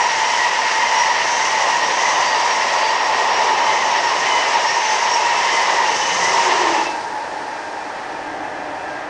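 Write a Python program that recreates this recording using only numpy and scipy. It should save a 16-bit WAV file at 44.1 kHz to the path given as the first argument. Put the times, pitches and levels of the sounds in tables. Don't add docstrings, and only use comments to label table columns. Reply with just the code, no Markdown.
import sys
import numpy as np
from scipy import signal
from scipy.fft import rfft, irfft, next_fast_len
from scipy.io import wavfile

SR = 44100
rng = np.random.default_rng(int(sys.argv[2]) if len(sys.argv) > 2 else 0)


def generate_wav(sig):
    pcm = np.round(np.clip(np.atleast_2d(sig).T, -1, 1) * 32767).astype(np.int16)
    wavfile.write(sys.argv[1], SR, pcm)


N = 400869
T = np.arange(N) / SR

# time in seconds, speed in metres per second.
SPEED = [(0, 46.0), (1.3, 45.8), (3.2, 45.35), (4.8, 44.95), (7.0, 44.4), (9.09, 43.95)]
# frequency in Hz, relative level in dB.
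AIR_COLOUR = [(20, -14.5), (45, -10), (70, -9), (120, -4), (200, -2), (280, 2.5), (400, 4.5), (520, -2.5),
              (800, -25.5)]
ROAR_COLOUR = [(260, -28.5), (350, -19), (450, -9), (580, -5), (720, -3), (830, -1.5), (900, -6.5),
               (1030, 2.5), (1120, -4), (1260, -7.5), (1450, -16), (2000, -38)]
WHEEL_COLOUR = [(1000, -15), (1350, -9), (1650, -3), (1800, 1.5), (1980, 0.5), (2150, -2), (2400, -5),
                (2850, -3.5), (3300, -9), (3800, -10.5), (4350, -11.5), (4650, -11), (5300, -11.5),
                (6500, -38.5)]
HISS_COLOUR = [(3000, -26), (3900, -10.5), (4350, -17), (4650, -3), (5100, -1.5), (5600, 2), (6200, 0.5),
               (6800, -4.5), (7400, -8), (8000, -12.5), (9200, -21.5), (9700, -21.5), (10200, -42)]
FAR_RUMBLE_COLOUR = [(20, -16), (60, -25), (120, -16.5), (210, -11.5), (260, -11.5), (400, -3), (520, -1),
                     (640, -0.5), (800, 2.5), (1120, -4), (1450, -5.5), (1850, -3.5), (2200, -11.5),
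                     (3400, -18.5), (6000, -42)]
FAR_HISS_COLOUR = [(2000, -21), (3100, -6), (4200, 2.5), (5600, 2.5), (6700, -2.5), (7800, -8.5),
                   (8400, -8.5), (8800, -5.5), (9150, -18), (9550, -22), (9720, -11), (10000, -16)]
WAKE_COLOUR = [(20, -7), (45, -4), (90, 3), (130, 2), (200, -5), (400, -25)]
# time in seconds, relative level in dB.
AIR_LEVELS = [(0, -43.5), (1.0, -43.5), (1.8, -40), (2.6, -43), (4.0, -40.5), (4.8, -44.5), (5.9, -41),
              (6.4, -38.5), (7.1, -45)]
FAR_DRONE_LEVELS = [(0, -30), (2.8, -3.5), (3.5, 5.5), (4.8, 1.5), (6.2, 0), (7.7, -2), (8.35, 3),
                    (9.09, 2.5)]
FAR_RUMBLE_LEVELS = [(6.9, -27), (7.1, -29), (7.35, -28.5), (7.7, -30), (8.0, -28.5), (8.3, -29.5),
                     (8.55, -29), (8.8, -29.5), (9.09, -29)]
FAR_HISS_LEVELS = [(6.9, -37.5), (7.15, -42), (7.6, -43), (8.1, -45), (8.65, -47.5), (8.92, -45.5),
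                   (9.09, -49)]
WAKE_LEVELS = [(7.0, -56), (7.9, -59), (8.3, -50), (8.6, -51), (9.09, -53)]
# passing time in seconds, then relative
# levels in dB for the wheels, hiss, rail roar, lower rail note and upper rail note.
BOGIES = [(.08, -2, 0.5, -23, -16.5, -18.5), (.67, 0.5, -0.5, -25, -20, -19),
          (1.24, 0.5, -.7, -24.2, -18.5, -19), (1.83, -0.5, -0.2, -23, -20, -20),
          (2.44, -2.5, -1, -21.5, -21.5, -20.5), (2.99, -1, -1.7, -22, -18, -21.5),
          (3.57, -7.5, -4.2, -21, -17.5, -19), (4.11, 0, -2, -22, -17.5, -21.5),
          (4.72, 1, -0.7, -22.5, -19.5, -20), (5.35, -1, -0.8, -24, -21, -17),
          (5.92, 3, 0.3, -22, -21.5, -20), (6.62, -2.5, 2, -21.5, -29, -18),
          (6.95, -14, -2.5, -23.5, -18, -21.5)]
# pitch in Hz at the starting speed,
# width in Hz, relative level in dB beside the train, and the same once it has gone.
RAIL_NOTES = [(889, 10, -5, -2), (964, 24, -3, -1.5), (1910, 17, -5, -16.5)]
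# pitch at rest in Hz, width in Hz, relative level in dB
WHEEL_NOTES = [(837, 13, -40, -45), (898, 11, -47, -43), (1810, 7.6, -37, -41.5), (1850, 16, -33, -65.5),
               (2710, 11, -40.5, -50.5), (2785, 15, -46, -82), (2960, 14, -53.5, -53)]
SQUEAL_KINDS = {"ring": (1995, 40, 0.068), "low squeal": (2645, 18, 0.13), "squeal": (2990, 32, .11),
                "rasp": (4700, 120, .12), "zing": (5690, 110, 0.046), "scrape": (6120, 560, 0.2)}
# loudest moment in seconds, kind of
# squeal, level in dB.
SQUEALS = [(0.995, "zing", -27.5), (1.351, "scrape", -31.5), (2.053, "ring", -26), (2.11, "scrape", -31.5),
           (2.324, "rasp", -32), (2.844, "rasp", -32), (3.349, "zing", -29.5), (3.82, "scrape", -35),
           (4.378, "squeal", -28.5), (4.7, "zing", -25.5), (4.92, "scrape", -31.5), (5.145, "zing", -24.5),
           (5.33, "low squeal", -32.5), (6.048, "squeal", -30.5), (6.1, "scrape", -30.5),
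           (6.261, "ring", -22.5), (6.81, "low squeal", -33.5)]
# passing time in seconds, pitch at rest in Hz,
# width in Hz, relative level in dB close by, and the same far away.
POWER_CAR_NOTES = [(6.71, 343, 22, -27.5, -42.5), (6.66, 405, 48, -31, -54), (6.1, 490, 37, -37.5, -60.5),
                   (6.68, 692, 18, -43.5, -40.5), (7.4, 865, 22, -41.5, -42.5), (6, 1956, 18, -47, -44.5)]
# passing time, how early it peaks and swell length, all in
# seconds, then pitch at rest in Hz, width in Hz, level in dB.
PANTOGRAPH_HOOT = (6.5, 0.3, 0.2, 159.5, 13, -42.5)
# loudest moment in seconds, swell length in seconds, boost in dB.
FAR_HOWL = (8.78, 0.39, 6.7)

# seconds early, swell length in seconds.
ROAR_SWELL, WHEEL_SWELL, HISS_SWELL = (0.25, 0.42), (0.21, 0.57), (0.32, 0.45)
LOWER_SWELL, UPPER_SWELL, OCTAVE_SWELL = (0.11, 0.42), (0.19, 0.4), (0.3, 0.36)
TRACK_DISTANCE_M, SOUND_M_PER_S = 13.0, 343
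REAR_GONE_S, HANDOVER_S = 6.84, 0.08


def from_db(db):
    return 10 ** (np.asarray(db) / 20)


def unit_power(x):
    return x / np.sqrt(np.mean(np.abs(x) ** 2) + 1e-20)


def curve(rows):
    return np.interp(T, *np.transpose(rows))


def swell(peak_s, length_s, t=T):
    return np.exp(-((t - peak_s) / length_s) ** 2)


def bogie_swells(times, levels_db, shape):
    early_s, length_s = shape
    t = T[::64]
    power = sum((from_db(db) * swell(s - early_s, length_s, t)) ** 2 for s, db in zip(times, levels_db))
    return np.interp(T, t, np.sqrt(power))


def coloured_noise(colour):
    size = next_fast_len(N)
    hz, db = np.transpose(colour)
    log_hz = np.log(np.maximum(np.fft.rfftfreq(size, 1 / SR), 1))
    gain = from_db(np.interp(log_hz, np.log(hz), db, left=-80, right=-80))
    spectrum = rfft(rng.standard_normal(size)) * gain
    return unit_power(irfft(spectrum, size)[:N])


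def sing(hz, width_hz, t=T, size=16384):
    flutter_hz = np.fft.fftfreq(size, 1 / 1000)
    white = rng.standard_normal(size) + 1j * rng.standard_normal(size)
    flutter = unit_power(np.fft.ifft(white / (1 + (flutter_hz / width_hz) ** 2)))
    flutter = np.interp(t, np.arange(size) / 1000, flutter)
    phase = 2 * np.pi * np.cumsum(hz) / SR
    return unit_power(flutter.real * np.cos(phase) + flutter.imag * np.sin(phase))


def flicker(depth_db, rate_hz):
    return from_db(depth_db * sing(np.zeros(N), rate_hz))


def fly_by(passing_s, speed, t=T):
    along = speed * (t - passing_s)
    distance = np.hypot(along, TRACK_DISTANCE_M)
    doppler = 1 / (1 + speed / SOUND_M_PER_S * along / distance)
    return doppler, TRACK_DISTANCE_M / distance


def rush():
    times, wheel_db, hiss_db, roar_db, _, _ = np.transpose(BOGIES)
    uneven_rail = flicker(depth_db=0.73, rate_hz=9.6)
    layers = [(from_db(curve(AIR_LEVELS) + 2), AIR_COLOUR),
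              (bogie_swells(times, roar_db + 1, ROAR_SWELL), ROAR_COLOUR),
              (bogie_swells(times, 0.23 * wheel_db - 23.5, WHEEL_SWELL), WHEEL_COLOUR),
              (bogie_swells(times, hiss_db - 29.5, HISS_SWELL) * uneven_rail, HISS_COLOUR)]
    return sum(gain * flicker(depth_db=0.81, rate_hz=20) * coloured_noise(colour)
               for gain, colour in layers)


def rails(speed, gone, octave_fade_db_per_s=1.05, tail_fade_db_per_s=7, zing_hz=5660, zing_end_s=6.5):
    pace = speed / speed[0]
    times, *_, lower_db, upper_db = np.transpose(BOGIES)
    drives = (bogie_swells(times, lower_db, LOWER_SWELL),
              bogie_swells(times, upper_db, UPPER_SWELL),
              bogie_swells(times, -21 - octave_fade_db_per_s * times, OCTAVE_SWELL))
    tail = gone * from_db(-28 - tail_fade_db_per_s * np.maximum(T - REAR_GONE_S, 0))
    notes = np.zeros(N)
    for drive, (hz, width, near_db, far_db) in zip(drives, RAIL_NOTES):
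        gain = (1 - gone) * drive * from_db(near_db) + tail * from_db(far_db) * howl(hz)
        notes += gain * sing(hz * pace, width)
    alongside = 0.5 - 0.5 * np.tanh((T - zing_end_s) / HANDOVER_S)
    zing_gain = from_db(-37) * flicker(depth_db=2, rate_hz=5.5) * alongside
    return notes + zing_gain * sing(zing_hz * pace, width_hz=45)


def wheels(speed, gone, early_s=0.4, beam_s=0.15, beam_db=10, behind_db=-14.5, hiss_hz=5400):
    close = np.zeros(N)
    for s, ring_db, hiss_db, *_ in BOGIES:
        heard = np.abs(T - s) < 1
        t = T[heard]
        doppler, near = fly_by(s, speed[heard], t)
        aim_db = beam_db * swell(s - early_s, beam_s, t) + behind_db * np.clip((t - s) / beam_s, 0, 1)
        gain = np.cos(np.pi / 2 * (t - s)) * near * from_db(aim_db)
        ring = sum(from_db(db) * sing(hz * doppler, width, t) for hz, width, db, _ in WHEEL_NOTES)
        hiss = from_db(hiss_db - 47) * sing(hiss_hz * doppler, width_hz=260, t=t)
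        close[heard] += gain * (from_db(ring_db) * ring + hiss)
    leaving_doppler = 1 / (1 + speed / SOUND_M_PER_S)
    far = sum(from_db(db) * howl(hz) * sing(hz * leaving_doppler, width * 0.8)
              for hz, width, _, db in WHEEL_NOTES)
    return close * (1 - gone) + far * gone


def squeals(speed):
    out = np.zeros(N)
    for s, kind, db in SQUEALS:
        hz, width, length_s = SQUEAL_KINDS[kind]
        heard = np.abs(T - s) < 0.5
        t = T[heard]
        pace = speed[heard] / speed[0] if kind == "zing" else np.ones(len(t))
        out[heard] += from_db(db) * swell(s, length_s, t) * sing(hz * pace, width, t)
    return out


def power_car(speed, gone, falloff=4):
    out = np.zeros(N)
    drone_db = curve(FAR_DRONE_LEVELS)
    for s, hz, width, near_db, far_db in POWER_CAR_NOTES:
        doppler, near = fly_by(s, speed)
        gain = from_db(near_db) * near ** falloff * (1 - gone) + from_db(far_db + drone_db)
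        out += gain * sing(hz * doppler, width)
    return out


def pantograph(speed):
    s, early_s, length_s, hz, width, db = PANTOGRAPH_HOOT
    doppler, _ = fly_by(s, speed)
    return from_db(db) * swell(s - early_s, length_s) * sing(hz * doppler, width)


def far_rumble():
    layers = [(FAR_RUMBLE_LEVELS, FAR_RUMBLE_COLOUR),
              (FAR_HISS_LEVELS, FAR_HISS_COLOUR),
              (WAKE_LEVELS, WAKE_COLOUR)]
    return sum(from_db(curve(levels)) * coloured_noise(colour) for levels, colour in layers)


def howl(hz, below_hz=1000):
    s, length_s, db = FAR_HOWL
    return from_db(db * swell(s, length_s)) if hz < below_hz else 1


def scene():
    speed = curve(SPEED)
    gone = 0.5 + 0.5 * np.tanh((T - REAR_GONE_S) / HANDOVER_S)
    noise = np.sqrt(1 - gone) * rush() + np.sqrt(gone) * far_rumble()
    rolling = rails(speed, gone) + wheels(speed, gone) + squeals(speed)
    rear = power_car(speed, gone) + pantograph(speed)
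    return (noise + rolling + rear)[None]


def record(dry, ceiling=0.95, cutoff_hz=10150):
    lowpass = signal.ellip(12, 0.1, 90, cutoff_hz, fs=SR, output="sos")
    return signal.sosfilt(lowpass, ceiling * np.tanh(dry / ceiling))


dry = scene()
out = record(dry)
generate_wav(out)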